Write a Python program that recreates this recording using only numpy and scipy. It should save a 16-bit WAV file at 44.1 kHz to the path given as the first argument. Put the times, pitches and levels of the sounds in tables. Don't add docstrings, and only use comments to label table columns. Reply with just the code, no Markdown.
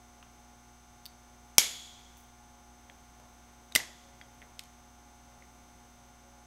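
import sys
import numpy as np
from scipy import signal
from scipy.fft import rfft, irfft, next_fast_len
from scipy.io import wavfile
from scipy.ndimage import map_coordinates

SR = 44100
rng = np.random.default_rng(int(sys.argv[2]) if len(sys.argv) > 2 else 0)


def file_out(sig):
    cols = np.atleast_2d(sig).T
    lim = np.clip(cols, -1, 1)
    pcm = np.round(lim * 32767).astype(np.int16)
    wavfile.write(sys.argv[1], SR, pcm)


def level_to_linear(level):
    exponent = np.asarray(level, float) / 20
    return 10 ** exponent


N = 284886
SPAN = 32768

# frequency in Hz, level in dB.
CRACK = [(150, -36.5), (400, -32), (1100, -21.5), (1650, -24.5), (2050, -2), (4000, 2.5), (6500, 3),
         (9000, -2), (13000, -1.5), (16000, -16.5)]
# centre in Hz, width in Hz, level in dB, time to fall 60 dB in seconds.
LINGER = [(3360, 340, -44, 1.15), (4300, 1200, -45.5, 0.88), (6800, 500, -43, .9),
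          (11085, 900, -43.5, 0.49)]


def unit(x):
    return x / np.sqrt(np.mean(x ** 2) + 1e-20)


def along(points, hz):
    f, v = np.transpose(points)
    return np.interp(np.log(hz + 1), np.log(f + 1), v)


def wobble(rate):
    knots = rng.standard_normal(int(N * rate / SR) + 4)
    return map_coordinates(knots, [np.arange(N) * rate / SR])


def noise(gain):
    m = next_fast_len(N + 8192)
    spectrum = rfft(rng.standard_normal(m))
    return irfft(spectrum * gain(np.fft.rfftfreq(m, 1 / SR)), m)[:N]


def peak(f, hz, width_hz):
    return f * width_hz / np.abs(hz * hz - f * f + 1j * f * width_hz)


def snips():
    out = np.zeros(N + SPAN)
    rough = unit(noise(lambda f: level_to_linear(along(CRACK, f))))
    clusters = np.array([unit(noise(lambda f: peak(f, hz, width) ** 1.3)) for hz, width, _, _ in LINGER])
    for s, db, knock_hz, knock_ms, crack_db, steel_db in contacts():
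        start = round(s * SR)
        now = slice(start, start + SPAN)
        out[now] += contact(db, knock_hz, knock_ms, crack_db, steel_db, rough[now], clusters[:, now])
    return out[:N]


def contacts():
    # start in seconds, peak in dB, knock in Hz, knock t60 in ms, crack in dB over the knock.
    tear = [
        (3.7519, -12.5, 2900, 6.6, 6),
        (3.7524, -20.5, 4850, 19, -11),
        (3.7569, -19.5, 11660, 2, 6),
        (3.7588, -14, 2020, 12, -0.5),
        (3.7603, -11, 2040, 6.6, -2),
        (3.7608, -22, 3550, 14, -11),
        (3.7613, -14.5, 11600, 3.9, 2),
        (3.802, -27.5, 2000, 10, -16),
    ]
    nicks = [
        (1.5808, -46, 5000, 9.1, 0),
        (2.17, -56.5, 6200, 5, 11),
        (3.7227, -41.5, 3750, 11, 0),
        (3.7485, -50, 3970, 8, 5),
        (4.345, -61, 12500, 4, 1),
        (4.5929, -28.5, 3250, 3, -3.5),
        (4.5933, -31, 4200, 4, -2),
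        (4.595, -35, 2200, 5.4, -11),
        (4.6372, -49, 12500, 3, 5),
        (4.656, -51, 2270, 6, -3),
    ]
    # start in seconds, peak in dB, knock in Hz, knock t60 in ms.
    touches = [(0.2275, -38.5, 2770, 4), (0.2283, -43, 1200, 5.5), (.2304, -45, 1200, 6.2),
               (2.8984, -33.5, 1980, 3.3), (2.8986, -47, 3310, 14), (3.7194, -44, 1510, 5),
               (3.7204, -50, 3790, 10), (3.7222, -43, 2000, 4), (4.2134, -28, 2000, 2.8),
               (4.2142, -50, 3280, 28), (4.2143, -51, 4750, 9), (4.4183, -34, 2000, 3.6),
               (4.4185, -48, 3370, 6.3), (4.4256, -38.5, 1990, 6), (5.4232, -43, 2100, 9.8)]
    # peak in dB, frequency in Hz, t60 in ms.
    edges = [(-8, 5600, 3.5), (-7, 11800, 5)]
    slack_s = [1.056, 1.0622]
    # peak in dB, frequency in Hz, t60 in ms.
    pivot = [(-36, 4520, 7), (-44, 3750, 12), (-43, 9700, 4.5), (-37, 14300, 4)]

    soft_crack_db, soft_steel_db, nick_steel_db = -24, -25, -28
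    snap_s, snap_ms, rebound_s = 1.5824, 8, 0.0032
    bites = [(snap_s, -4.5, 2288, snap_ms, 9, -4.5), (snap_s + rebound_s, -19, 3364, snap_ms, 5, -16)]
    bites += [(snap_s, *mode, soft_crack_db, soft_steel_db) for mode in edges]
    bites += [(*row, -24.5) for row in tear]
    bites += [(*row, nick_steel_db) for row in nicks]
    bites += [(*row, soft_crack_db, soft_steel_db) for row in touches]
    bites += [(s, *mode, -12, nick_steel_db) for s in slack_s for mode in pivot]
    return bites


def contact(db, knock_hz, knock_ms, crack_db, steel_db, rough, clusters):
    # frequency in Hz, level in dB, t60 in seconds.
    steel = [(3340, -7, 0.05), (3230, 0, 0.018), (3540, -7, .035), (4850, -7, 0.016), (6590, 1.5, .02),
             (6770, -11, 0.05), (8250, -6.5, 0.0089), (9710, -9, 0.013), (10900, -1.5, 0.015),
             (11600, -2, 0.026)]
    # delay in seconds, level in dB.
    walls = [(.0032, -12), (.0071, -20), (0.0096, -24), (.013, -22), (0.016, -26), (.022, -28.5),
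             (.029, -26)]
    t = np.arange(SPAN) / SR

    knock = level_to_linear(2.5 - 60 * t / (knock_ms / 1000)) * np.sin(2 * np.pi * knock_hz * t)
    knock = knock * (1 - np.exp(-2 * knock_hz * t))
    crack = rough * level_to_linear(crack_db - 2 - 60 * t / 0.0054) * (1 - np.exp(-t / 0.000067))

    def wake(hz):
        return level_to_linear(steel_db + min(crack_db, 0) * np.log2(hz / steel[0][0]))

    ring = np.zeros(SPAN)
    for hz, mode_db, t60 in steel:
        fade = level_to_linear(mode_db - 6 + rng.normal(0, 1.2) - 60 * t / t60)
        ring += wake(hz) * fade * np.sin(2 * np.pi * hz * t)
    linger = np.zeros(SPAN)
    for (hz, _, cluster_db, t60), band in zip(LINGER, clusters):
        linger += wake(hz) * level_to_linear(cluster_db + 11 - 60 * t / t60) * band
    linger = linger * (1 - np.exp(-t / 0.005))

    echoes = np.zeros(SR // 20)
    echoes[0] = 1
    for delay, wall_db in walls:
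        echoes[round(delay * SR)] = level_to_linear(wall_db) * rng.choice([-1, 1])
    near = signal.fftconvolve(knock + crack + ring, echoes)[:SPAN]

    far = signal.fftconvolve(level_to_linear(-5.5) * knock + ring, tail([(20, 0), (20000, 0)]))[:SPAN]
    far = far + np.linalg.norm(crack) * tail(CRACK)
    return level_to_linear(db) * (near + linger + level_to_linear(-10.5) * far)


def tail(colour):
    # frequency in Hz, t60 in seconds.
    garage = [(100, 0.37), (500, .47), (1500, 0.48), (3300, 0.3), (7000, 0.38), (12000, .18),
              (16000, 0.085)]
    hz, t, z = signal.stft(rng.standard_normal(SPAN), SR, nperseg=256)
    t60 = along(garage, hz)[:, None]
    corner = level_to_linear(-60 * t / t60)
    bay = level_to_linear(-21 - 60 * t / (3.7 * t60))
    z = z * np.hypot(corner, bay) * level_to_linear(along(colour, hz))[:, None]
    x = signal.istft(z, SR, nperseg=256)[1][:SPAN]
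    x = x * (1 - np.exp(-np.arange(SPAN) / SR / 0.004))
    return x / np.linalg.norm(x)


def thumps():
    # start in seconds, level in dB, frequency in Hz, t60 in ms.
    jolts = [
        (1.582, -40, 245, 50),
        (1.583, -32, 764, 27),
        (3.7521, -38, 270, 25),
        (3.7584, -33.5, 247, 33),
        (3.76, -22, 680, 8),
    ]
    out = np.zeros(N + SR)
    t = np.arange(SR // 4) / SR
    for s, db, hz, ms in jolts:
        swing = np.sin(2 * np.pi * hz * t) * (1 - np.exp(-t * hz))
        out[round(s * SR):][:len(t)] += level_to_linear(db + 6.5 - 60 * t / (ms / 1000)) * swing
    return out[:N]


def thuds():
    # start in seconds, peak in dB.
    shakes = [
        (1.5824, -30),
        (3.7523, -32),
        (3.7598, -29),
        (3.8, -41),
        (4.4185, -41),
        (3.2, -42),
        (2.8985, -43),
    ]
    # frequency in Hz, level in dB.
    bench = [(25, -20), (60, -14), (150, -6), (400, 0), (900, 0), (1400, -4), (2500, -30)]
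    push_s, room_db = 0.00033, 6
    out = np.zeros(N + SPAN)
    u = np.arange(SPAN) / SR / push_s
    push = (1 - u) * np.exp(-u)
    for s, db in shakes:
        answer = level_to_linear(room_db) * np.linalg.norm(push) * tail(bench)
        out[round(s * SR):][:SPAN] += level_to_linear(db) * (push + answer)
    return out[:N]


def rub():
    # frequency in Hz, level in dB.
    skin = [(5000, -28), (9000, -2.5), (13000, -3), (16000, -1)]
    start_s, level_db, attack_s, fade_db_per_s = 2.168, -56.5, 0.006, 200
    t = np.maximum(np.arange(N) / SR - start_s, 0)
    grain_db = 3 * wobble(300)
    slide = (1 - np.exp(-t / attack_s)) * level_to_linear(level_db - fade_db_per_s * t + grain_db)
    return slide * unit(noise(lambda f: level_to_linear(along(skin, f))))


def mains():
    # multiple of the mains frequency, level in dB rms.
    hum = [(1, -62.9), (2, -71.6), (4, -65.8), (5, -83.0), (6, -74.7), (12, -66.8), (13, -79.7),
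           (14, -70.2), (16, -79.1), (17, -85.0), (18, -74.9), (19, -84.3), (20, -75.3), (24, -75.6),
           (25, -85.0), (26, -79.8), (29, -83.4), (34, -84.6), (35, -82.6), (38, -84.7)]
    # frequency in Hz, width in Hz, level in dB rms per line.
    lamp = [(1352, 76, -81.5), (2200, 450, -91.5), (2900, 850, -93), (3600, 400, -90), (4407, 490, -94),
            (5110, 300, -88.5), (6162, 650, -83), (8023, 490, -89), (9920, 700, -95.5), (11780, 900, -100),
            (13400, 500, -104)]
    repeat_hz = 59.98 / 3
    size = 2 ** 15
    k = np.arange(1, 800)
    power = sum((level_to_linear(db) * peak(k * repeat_hz, hz, width) ** 1.5) ** 2 for hz, width, db in lamp)
    lines = np.zeros(size // 2 + 1, complex)
    uneven = level_to_linear(rng.normal(-1.5, 4, len(k)))
    lines[k] = np.sqrt(power) * uneven * np.exp(2j * np.pi * rng.random(len(k)))
    for order, db in hum:
        lines[3 * int(order)] = level_to_linear(db) * np.exp(2j * np.pi * rng.random())
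    pattern = irfft(lines, size) * size / np.sqrt(2)
    turns = repeat_hz * (np.arange(N) / SR + 1.2e-5 * wobble(4))
    return np.interp(turns % 1 * size, np.arange(size + 1), np.append(pattern, pattern[0]))


def air():
    # frequency in Hz, level in dB per Hz.
    hiss_colour = [(25, -92), (45, -92), (90, -90), (170, -93.5), (300, -97), (450, -99), (900, -95),
                   (1300, -104), (2100, -103), (2700, -108), (5000, -113), (9000, -114), (16000, -116)]
    # frequency in Hz, width in Hz, level in dB over the load curve (third tone:
    fan = [(278, 8, -4), (550, 12, 0), (838, 45, 3)]
    # time in seconds, level of the second tone in dB.
    load = [(0, -82), (2.2, -82.5), (3.55, -80), (4.1, -74), (4.7, -79.5), (5.3, -73), (5.6, -78.5),
            (6.46, -76)]
    hiss = noise(lambda f: level_to_linear(along(hiss_colour, f)) * np.sqrt(SR / 2))
    load_db = np.interp(np.arange(N) / SR, *np.transpose(load))
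    third_db = -76.5 + 0.6 * (load_db - load_db.mean())
    bands = []
    for hz, width, db in fan:
        band = unit(noise(lambda f: peak(f, hz, width) ** 2))
        bands.append(level_to_linear(db + 2 * wobble(3.05)) * band)
    return hiss * level_to_linear(0.5 * wobble(2.6)) + level_to_linear(load_db) * (bands[0] + bands[1]) + level_to_linear(third_db) * bands[2]


def scene():
    return (snips() + thumps() + thuds() + rub() + mains() + air())[None]


def low_pass(x):
    return signal.sosfilt(signal.butter(12, 16140, fs=SR, output="sos"), x)


def record(dry):
    top, top_hz = 1.15, 15950
    flat = dry / (1 + np.abs(dry / top) ** 6) ** (1 / 6)
    edge = np.clip((top_hz - np.fft.rfftfreq(N, 1 / SR)) / 250, 0, 1)
    return low_pass(irfft(rfft(flat) * edge, N))


dry = scene()
out = record(dry)
file_out(out)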